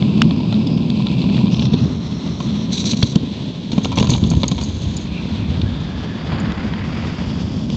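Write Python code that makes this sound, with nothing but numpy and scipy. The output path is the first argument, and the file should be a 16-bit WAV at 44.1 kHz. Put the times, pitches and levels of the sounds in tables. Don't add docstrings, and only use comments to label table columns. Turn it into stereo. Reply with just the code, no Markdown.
import sys
import numpy as np
from scipy import signal
from scipy.fft import rfft, irfft, next_fast_len
from scipy.io import wavfile
from scipy.ndimage import uniform_filter1d

SR = 44100
rng = np.random.default_rng(int(sys.argv[2]) if len(sys.argv) > 2 else 0)


def transcribe(signal):
    frames = np.atleast_2d(signal).T
    limited = np.clip(frames, -1, 1)
    pcm = np.round(limited * 32767).astype(np.int16)
    wavfile.write(sys.argv[1], SR, pcm)


N = 342304

# time_s, deck_rumble_db, wheel_whirr_db
RIDE_LEVELS = [(0, -15.5, -38.5), (0.3, -16, -38), (0.75, -16.5, -41), (1.0, -18.5, -38),
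               (1.35, -16.5, -38), (1.86, -16.5, -38), (1.9, -22, -41.5), (2.3, -22, -39),
               (2.85, -18.5, -41.5), (3.25, -22.5, -40), (3.62, -24.5, -39.5), (4.15, -17.5, -41.5),
               (4.9, -25.5, -41), (5.35, -20.5, -39), (6.2, -25, -47), (6.35, -20.5, -49.5),
               (7.25, -22.5, -43), (7.76, -21, -41.5)]


def undb(db):
    return 10 ** (np.asarray(db) / 20)


def unit(x):
    return x / np.sqrt(np.mean(x ** 2) + 1e-18)


def curve(rows, axis=1):
    rows = np.array(rows)
    return np.interp(np.arange(N) / SR, rows[:, 0], rows[:, axis])


def colour(x, points):
    n = next_fast_len(x.shape[-1], True)
    point_hz, point_db = np.transpose(points)
    hz = np.arange(n // 2 + 1) * SR / n + 1
    log_gain = np.log(undb(np.interp(np.log(hz), np.log(point_hz), point_db)))
    cepstrum = irfft(log_gain, n)
    cepstrum[1:n // 2] *= 2
    cepstrum[n // 2 + 1:] = 0
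    response = np.exp(rfft(cepstrum))
    return irfft(rfft(x, n) * response, n)[..., :x.shape[-1]]


def resonate(x, hz, width_hz):
    return signal.lfilter(*signal.iirpeak(hz, hz / width_hz, SR), x)


def power(hz, centre_hz, half_width_hz, db):
    return undb(2 * db) / (1 + ((hz - centre_hz) / half_width_hz) ** 2) ** 2


def walk(rate):
    hold = int(SR / rate)
    steps = np.repeat(rng.standard_normal(N // hold + 1), hold)
    return unit(uniform_filter1d(steps, hold)[:N])


def grit(rate, spread_db):
    push = (rng.random((2, N)) < rate / SR) * np.sign(rng.standard_normal((2, N)))
    size_db = spread_db * np.clip(rng.standard_normal((2, N)), -2, 2)
    return unit(push * undb(size_db))


def swell(full_s, hold_s, rise_db_per_s, fall_db_per_s):
    t = np.arange(N) / SR
    rise_db = (t - full_s) * rise_db_per_s
    fall_db = (full_s + hold_s - t) * fall_db_per_s
    return undb(np.clip(np.minimum(rise_db, fall_db), -200, 0))


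def heave(hz, cycles, size=4096):
    turn = np.arange(size) / SR * hz
    return np.sin(2 * np.pi * turn) * (turn / cycles) ** 2 * np.exp(2 - 2 * turn / cycles)


def burst(points, t60, hold_s=0, size=4096, strike=0.39, rebound=0.73, rebound_s=.006, chatter_db=4):
    strike_s = .0006
    t = np.arange(size) / SR
    decay = np.log(1000) / max(t60, .004)
    length_s = hold_s + 1 / (2 * decay)
    bounces = np.repeat(rng.uniform(-1, 1, size), 64)[:size]
    envelope = np.exp(-decay * np.maximum(t - hold_s, 0))
    force = rng.standard_normal((2, size)) * envelope * undb(chatter_db * bounces)
    strikes = np.array([strike_s, strike_s + rebound_s * rng.uniform(.5, 1)])
    force[0, (strikes * SR).astype(int)] += strike * np.sqrt(length_s * SR) * np.array([1, -rebound])
    return unit(colour(force, points)) * np.sqrt(length_s * SR / size)


def sing(hz, width_hz):
    drive = rng.standard_normal((2, N)) + 1j * rng.standard_normal((2, N))
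    ring = signal.lfilter(*signal.butter(2, width_hz / 2, fs=SR), drive)
    return unit(np.real(ring * np.exp(2j * np.pi * np.cumsum(hz) / SR)))


def add(track, s, sound):
    start = max(int(s * SR), 0)
    track[:, start:start + sound.shape[-1]] += sound[..., :N - start]


def ports(pair, lean, wide_db, bass_hz=700):
    # pitch_hz, level_db
    side_levels = [(100, -24), (450, -15.5), (1100, -5), (1700, -3.5), (2450, 1), (3300, -8.5),
                   (4000, -3.5), (4800, 4), (6800, 6), (8500, 3)]
    # pitch_hz, share
    lean_shares = [(200, .2), (1000, 0.85), (2500, 0.92), (4800, 0.94), (8000, 0.43)]
    bass_lead_s = .000045
    n = next_fast_len(N, True)
    hz = np.arange(n // 2 + 1) * SR / n + 1
    level_hz, level_db = np.transpose(side_levels)
    share_hz, share = np.transpose(lean_shares)
    side_db = wide_db + np.interp(np.log(hz), np.log(level_hz), level_db)
    lean = np.clip(lean * np.interp(np.log(hz), np.log(share_hz), share), -.97, .97)
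    direct, diffuse = rfft(pair, n)
    lead = 1j * np.pi * hz * bass_lead_s / (1 + (hz / bass_hz) ** 2)
    mix = lean * direct + np.sqrt(1 - lean ** 2) * diffuse
    side = irfft(mix * undb(side_db) + lead * direct, n)[:N]
    return np.array([pair[0] + side, pair[0] - side])


def rumble(bumps):
    # pitch_hz, width_hz (one pass), level_db
    deck_modes = [(137.5, 46.7, -1.5), (168.5, 46.6, 1.5), (200.8, 58.7, 0.5), (507, 130, -31),
                  (985, 62, -29)]
    # pitch_hz, level_db
    shudder_colour = [(25, -32), (60, -16), (130, 5.5), (250, 4.5), (320, -3.5), (420, -8.5), (620, -13.5),
                      (790, -21), (1020, -16), (1250, -33.5), (1700, -38), (2500, -54.5)]
    ground = grit(rate=3000, spread_db=1)
    deck = sum(undb(db) * resonate(resonate(ground, hz, width), hz, width) for hz, width, db in deck_modes)
    shudder = colour(grit(rate=2000, spread_db=5.0), shudder_colour) * undb(0.72 * bumps)
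    ring_db = 0.72 * (curve(RIDE_LEVELS) + 18)
    board = undb(ring_db) * unit(deck) + undb(-7.5 - 0.96 * ring_db) * unit(shudder)
    return ports(board * undb(curve(RIDE_LEVELS) + 0.56 * bumps), lean=-.1, wide_db=1.0)


def whirr(bumps):
    # pitch_hz, level_db
    early_colour = [(880, -41), (1500, -30), (1560, -27.5), (2070, -8.5), (2320, 2.5), (2610, 7), (3020, 1),
                    (3620, 3.5), (4840, -2), (5520, -11), (7220, -16.5), (7940, -17), (8540, -47.5),
                    (11100, -80), (18800, -120)]
    smooth_colour = [(710, -10.5), (1200, -3.5), (1690, -11.5), (2100, -7.5), (2500, -9.5), (3000, -8.5),
                     (3500, -3), (4200, -2), (4750, -17.5), (5200, -14.5), (6200, -14.5), (7000, -22.5),
                     (8060, -27.5), (8600, -49)]
    middle_colour = [(710, -23), (1200, -14), (1690, -13), (2100, -11.5), (2400, -7), (2900, -6),
                     (3400, 0.5), (4150, -3), (4800, -12), (5400, -17), (5900, -16), (7000, -22.5),
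                     (8060, -26.5), (8600, -50)]
    late_colour = [(1180, -25), (2000, -13), (2800, -3.5), (3400, 2), (4000, -10), (4500, -2), (4900, -3),
                   (5400, -5), (6000, -9.5), (7100, -14.5), (8000, -21.5), (8600, -59)]
    grain = grit(rate=7000, spread_db=3.0)
    early = curve([(1.5, 1), (1.87, 0)])
    late = curve([(5.7, 0.006), (7, 1)])
    smooth = (1 - early) * curve([(2.4, 0.99), (2.75, 0.01)])
    middle = 1 - early - smooth - late
    stretches = [(early, early_colour), (smooth, smooth_colour), (middle, middle_colour), (late, late_colour)]
    tone = sum(np.sqrt(np.abs(share)) * unit(colour(grain, points)) for share, points in stretches)
    return ports(tone * undb(curve(RIDE_LEVELS, axis=2) + 1.53 * bumps), lean=0.69, wide_db=-1.0)


def thumps(cycles=0.756, knock_db=-14, ring_db=-12, ring_t60=0.093):
    # peak_s, level_db, pitch_hz
    heaves = [(0.183, -13, 186), (0.255, -2, 195), (0.902, -4, 187), (1.244, -4.5, 178), (1.369, -6, 201),
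              (1.442, -6, 196), (1.741, -1.5, 195.5), (1.858, -5.5, 183), (2.935, -6.5, 186),
              (3.0362, -1, 128.5), (3.162, 2.5, 201), (3.235, -6, 211), (3.735, -6.5, 218),
              (3.783, -1.5, 203), (3.979, -4, 226), (3.99, -5.5, 134.4), (4.013, 0, 170), (4.048, -7, 189),
              (4.099, -4, 175), (4.122, -1.5, 232), (4.152, -10.5, 186), (4.23, -2, 193),
              (4.249, -3.5, 184), (4.271, -6.5, 173), (4.319, -5.5, 196), (4.338, -6, 152),
              (4.373, -5.5, 102.4), (4.439, -8, 224), (4.519, -5.5, 169), (4.84, -13.5, 129),
              (5.639, -9, 110), (6.334, -9, 137), (7.693, -13.5, 170)]
    # pitch_hz, level_db
    knock_colour = [(100, -26), (250, 9), (380, 4.5), (520, -1), (700, -15.5), (1100, -23), (2500, -45)]
    # pitch_hz, level_db
    ring_colour = [(70, -23), (130, -3.5), (200, -0.5), (300, -7.5), (600, -29), (1500, -56.5)]
    track = np.zeros((2, N))
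    for s, db, hz in heaves:
        sound = undb(knock_db + 0.67 * db) * burst(knock_colour, t60=0.027)
        sound += undb(ring_db) * burst(ring_colour, t60=ring_t60, strike=0)
        sound[0] += heave(hz, cycles)
        add(track, s - cycles / hz, undb(db) * sound)
    return ports(track, lean=.1, wide_db=3.0)


def rattles(count=24):
    # start_s, length_s, level_db, contact_s
    runs = [(0.076, 0.77, -33.5, .001), (0.952, .72, -27, 0.0011), (3.949, .24, -30, .002),
            (4.218, 0.42, -32, .0015)]
    knock_db, crack_db, sizzle_db = 1.5, -12.5, -21
    rows = []
    for start, length, db, contact_s in runs:
        times = start + length * (np.arange(count) + rng.random(count)) / count
        levels = db + 2 * rng.standard_normal(count)
        rows += [(s, level_db, knock_db, crack_db, sizzle_db, contact_s) for s, level_db in zip(times, levels)]
    return rows


def clacks():
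    # start_s, level_db, knock_db (lows), crack_db (broad crack), sizzle_db (top), contact_s
    blows = [(0.024, -20, 3.5, -10, -33, .002), (0.177, -31, 0, -15, -21, 0.0036),
             (0.308, -20.5, 7, -10, -27, 0.0037), (0.402, -27.5, 9, -13, -22.5, .004),
             (0.525, -21.5, 6, -14, -18, 0.0023), (0.5415, -23.5, 1, -12, -29, 0.0016),
             (0.776, -27.5, 1, -16, -22, 0.0022), (0.823, -30.5, -6, -16, -20, 0.00093),
             (0.9015, -21.5, -5.5, -19, -22, .0015), (1.003, -25, 4, -14, -20, 0.0014),
             (1.068, -19, 8, -17, -19, 0.0023), (1.191, -28, 5, -13, -27, 0.0017),
             (1.241, -23, -1, -19, -28, 0.00087), (1.289, -28, -1, -14, -24, 0.0029),
             (1.344, -26, -2, -16, -29, 0.0028), (1.3773, -30, -5, 12, -14, 0.0019),
             (1.468, -25.5, 0, -16, -20, 0.0026), (1.543, -23.5, 0, -13, -22, 0.0025),
             (1.594, -21.5, -8.5, -18, -10.5, 0.0023), (1.6218, -22.5, 6, -2.5, -16, .005),
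             (1.653, -26, 5, -1, -16, 0.0044), (1.734, -23.5, 3.5, -6, -16, 0.0075),
             (2.403, -24.5, 7.5, -11, -7, 0.0044), (2.7764, -22.5, -11, -21, 0, .005),
             (2.841, -25, 1, -13, -3, 0.0026), (2.933, -22.5, 1.5, -15, -18, .005),
             (3.025, -17.5, 12.5, 3, -15, .003), (3.027, -11, -14, -8.5, -14, 0.0033),
             (3.155, -20, 6.5, -6, -7, .004), (3.717, -23.5, 1, -15, -9, 0.0037),
             (3.729, -27.5, 2.5, -10, -11, 0.0069), (3.7793, -20, 10.5, -9, -11, 0.0042),
             (3.846, -18, 0, -12, -10, 0.0029), (3.854, -12.5, 9.5, -15, -13, .0025),
             (3.918, -24, 6, -13, -7.5, 0.01), (3.973, -18, 7.5, -11, -7, 0.0073),
             (3.9845, -11, 7.5, -14, -9, 0.0033), (3.9993, -20, 3, -14, -7, .006),
             (4.026, -15, 10, -10, -10, .003), (4.043, -23.5, 11, -4, -4, 0.0041),
             (4.07, -22.5, 4, -12, -10, 0.0045), (4.095, -24, -1, -6, -10, 0.0055),
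             (4.115, -24.5, 11, -8, -6, 0.0067), (4.134, -20, -1.5, -13, -19, 0.0065),
             (4.15, -22, 9, -15, -16, 0.0037), (4.238, -22.5, -0.5, -18, -10, 0.004),
             (4.313, -25.5, 2.5, -18, -12, 0.0049), (4.335, -26.5, 4.5, -14, -20, 0.0036),
             (4.4327, -13.5, 1, -15, -13, .0025), (4.4384, -18, 7.5, -10, -12, 0.0033),
             (4.5144, -22.5, 6, -13, -8, 0.0057), (4.58, -26, 8.5, -12, -10, .009),
             (4.612, -25.5, 3, -11, -3, 0.004), (4.627, -29, 9, -12, -2, 0.0037),
             (5.615, -22.5, -10, -12, -22, 0.0028), (6.3184, -20, 14.5, 14, -24, .002),
             (6.325, -25, 17, 6, -16, .005), (6.3345, -29, 13, -4, -20, 0.0039),
             (6.5202, -22, 6, 8, -4.5, 0.0013), (6.7363, -23, 1.5, 10, -24, .0015),
             (7.7, -27, 6, -8, -8, 0.0037)]
    # pitch_hz, half_width_hz, level_db
    struck_modes = [(404, 310, 3), (656, 270, -3), (994, 102, 6), (1338, 24, -1.5), (1810, 110, -22),
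                    (2380, 130, 1), (2970, 320, 1), (3590, 340, 8), (4400, 380, 1), (6200, 900, 1)]
    crack_hz, crack_half_width_hz = 1700, 500
    track = np.zeros((2, N))
    hz = np.geomspace(100, 16000, num=300)
    for s, db, knock_db, crack_db, sizzle_db, contact_s in blows + rattles():
        detune = 1 + 0.05 * rng.uniform(-1.4, 1)
        scatter_db = 4.5 * rng.uniform(-1.1, 1, len(struck_modes))
        body = sum(power(hz / detune, *mode) * undb(2 * extra_db)
                   for mode, extra_db in zip(struck_modes, scatter_db))
        tilt_db = np.interp(hz, [1260, 2680, 4320, 6300], [knock_db, 0, 0, sizzle_db])
        crack = power(hz, crack_hz, crack_half_width_hz, crack_db)
        tone_db = 10 * np.log10(body * undb(2 * tilt_db) + crack)
        sound = burst(np.transpose([hz, tone_db]), t60=8.3 * contact_s, hold_s=.45 * contact_s,
                      strike=0.58, rebound=1.0, rebound_s=contact_s, chatter_db=6.5)
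        add(track, s, undb(db) * sound)
    return ports(track, lean=0.56, wide_db=0)


def scrapes():
    # full_s (full level reached), hold_s, level_db
    slips = [(1.516, 0.15, -41), (1.721, 0.008, -42.5), (1.803, 0.039, -44), (2.394, 0.059, -42.5),
             (2.721, 0.096, -26), (2.855, 0.067, -24), (2.964, 0.15, -34), (3.706, 0.093, -48),
             (3.836, 0.011, -34), (3.971, 0.07, -35), (4.093, 0.042, -31), (4.166, 0.26, -43),
             (4.616, 0.03, -38), (4.45, 0.58, -44.5)]
    # pitch_hz, level_db
    body_colour = [(700, -13.5), (1800, -16), (2400, -4.5), (3000, -6.5), (4000, 10), (5000, -3),
                   (6000, -4.5), (7400, -25), (8600, -30)]
    # pitch_hz, width_hz (one pass), level_db (against the body)
    sizzle_modes = [(5370, 1100, 13), (5780, 1330, -3.5), (6450, 890, -1)]
    stretch_starts = [2.2, 3.5]
    grain = grit(rate=7000, spread_db=5.5) * undb(2.5 * np.clip(walk(rate=200), -2, 2))
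    body = unit(colour(grain, body_colour))
    tones = []
    for hz, width, db in sizzle_modes:
        sizzle = unit(resonate(resonate(grain, hz, width), hz, width))
        tones.append(unit(body + undb(db) * sizzle))
    track = np.zeros((2, N))
    for s, hold_s, db in slips:
        force = undb(db) * swell(s, hold_s, rise_db_per_s=2192, fall_db_per_s=414)
        track += force * tones[np.searchsorted(stretch_starts, s)]
    return ports(track, lean=0.93, wide_db=-1.0)


def snap():
    # pitch_hz, level_db
    snap_colour = [(500, -17), (900, -14), (1150, 0), (1700, 5), (2000, 1.5), (2700, 9), (3400, 5),
                   (4300, -6), (4900, 6.5), (5900, -7.5), (7400, -8), (8500, -28), (15000, -54)]
    start_s, chatter_level_db = .218, -10
    track = np.zeros((2, N))
    chatter = burst(snap_colour, t60=0.0097, hold_s=0.0025, strike=0.77, rebound=0.13, rebound_s=0.0045)
    sound = undb(chatter_level_db) * chatter
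    sound[0] += heave(hz=1450, cycles=0.98)
    add(track, start_s, sound)
    return ports(track, lean=0.5, wide_db=-5.5)


def pings():
    # start_s, level_db, pitch_hz
    grains = [(0.67, -30, 4980), (3.957, -28, 6150), (4.1022, -17, 6400), (4.175, -35, 6300),
              (4.301, -22.5, 6500), (4.479, -19.5, 6580), (4.635, -28, 6640), (4.819, -36.5, 6500),
              (4.966, -26, 6900), (6.399, -35.5, 7000)]
    # pitch_ratio (multiple of the grain's pitch), level_db
    ping_colour = [(0.399, -30.5), (0.599, -6.5), (.7, 6), (.85, -15), (1.001, 7.5), (1.12, -9.5),
                   (1.3, -12.5), (1.6, -20.5)]
    track = np.zeros((2, N))
    for s, db, hz in grains:
        points = [(hz * ratio, gain_db) for ratio, gain_db in ping_colour]
        add(track, s, undb(db) * burst(points, t60=0.034, hold_s=0.002, strike=.1))
    return ports(track, lean=0.41, wide_db=0)


def gliding_bands():
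    # full_s (full level reached), hold_s, first_hz, last_hz, width_hz, level_db (before flutter)
    glides = [(.27, 0.48, 4800, 5000, 600, -49), (1.949, 0.68, 5530, 5800, 650, -51.5),
              (5.121, .38, 2562, 2480, 453, -44), (5.6, 0.62, 3590, 3410, 350, -47.5),
              (5.988, .3, 1663, 1707, 120, -45), (7.221, 0.25, 4730, 4820, 496, -52.5)]
    track = np.zeros((2, N))
    for s, hold_s, first_hz, last_hz, width_hz, db in glides:
        waver = 1 + 0.011 * walk(rate=12)
        centre_hz = curve([(s, first_hz), (s + hold_s, last_hz)]) * waver
        flutter_db = 3 * walk(rate=20)
        gain = swell(s, hold_s, rise_db_per_s=46.5, fall_db_per_s=106.5) * undb(db + flutter_db)
        track += gain * sing(centre_hz, width_hz)
    return ports(track, lean=.3, wide_db=-3.0)


def rush(crest_width_hz=1000, crest_db=-7):
    # time_s, level_db
    rush_levels = [(4.3, -55.5), (5.0, -42.5), (5.6, -38.5), (6.2, -35.5), (6.36, -30.5), (6.7, -34),
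                   (7.01, -33), (7.35, -36), (7.76, -46.5)]
    # pitch_hz, level_db
    hiss_colour = [(200, 7.5), (500, 5), (800, 5), (1150, 3.5), (1700, -0.5), (2100, -1.5), (2600, -2.5),
                   (3400, -4), (4050, -9.5), (4850, -6.5), (5800, -29), (7000, -22.5), (8500, -42.5)]
    hiss = unit(colour(grit(rate=5000, spread_db=5.5), hiss_colour))
    crest_hz = curve([(6.4, 1543), (7.25, 2397)])
    crest = sing(crest_hz, crest_width_hz) * swell(6.45, 0.7, rise_db_per_s=40, fall_db_per_s=50)
    level_db = curve(rush_levels) + 0.82 * walk(rate=29) + 1.2 * walk(rate=200)
    return ports((hiss + undb(crest_db) * crest) * undb(level_db), lean=.15, wide_db=-5.0)


def buffet():
    # time_s, level_db
    air_levels = [(0, -34), (1.0, -33), (1.75, -29.5), (2.0, -34.5), (3.65, -34.5), (4.35, -17),
                  (4.55, -22.5), (5.05, -25.5), (5.6, -22.5), (6.15, -33), (6.5, -25.5), (7.0, -27),
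                  (7.76, -27)]
    # pitch_hz, level_db
    air_colour = [(20, -40.5), (35, -25), (55, -4.5), (85, 5.5), (120, -5), (200, -11.5), (500, -73)]
    air = unit(colour(rng.standard_normal((2, N)), air_colour))
    return ports(air * undb(curve(air_levels) + 1.5 * walk(rate=18)), lean=.1, wide_db=3.5)


def scene():
    bumps = walk(rate=35)
    rolling = rumble(bumps) + whirr(bumps)
    contacts = thumps() + clacks() + scrapes() + snap() + pings()
    return rolling + contacts + gliding_bands() + rush() + buffet()


def record(dry):
    narrow = signal.sosfilt(signal.butter(12, 7900, fs=SR, output="sos"), dry)
    clipped = narrow / (1 + narrow ** 10) ** (1 / 10)
    dulled = signal.sosfilt(signal.butter(4, 9000, fs=SR, output="sos"), clipped)
    return signal.sosfilt(signal.ellip(8, .2, 70, 15500, fs=SR, output="sos"), dulled)


dry = scene()
out = record(dry)
transcribe(out)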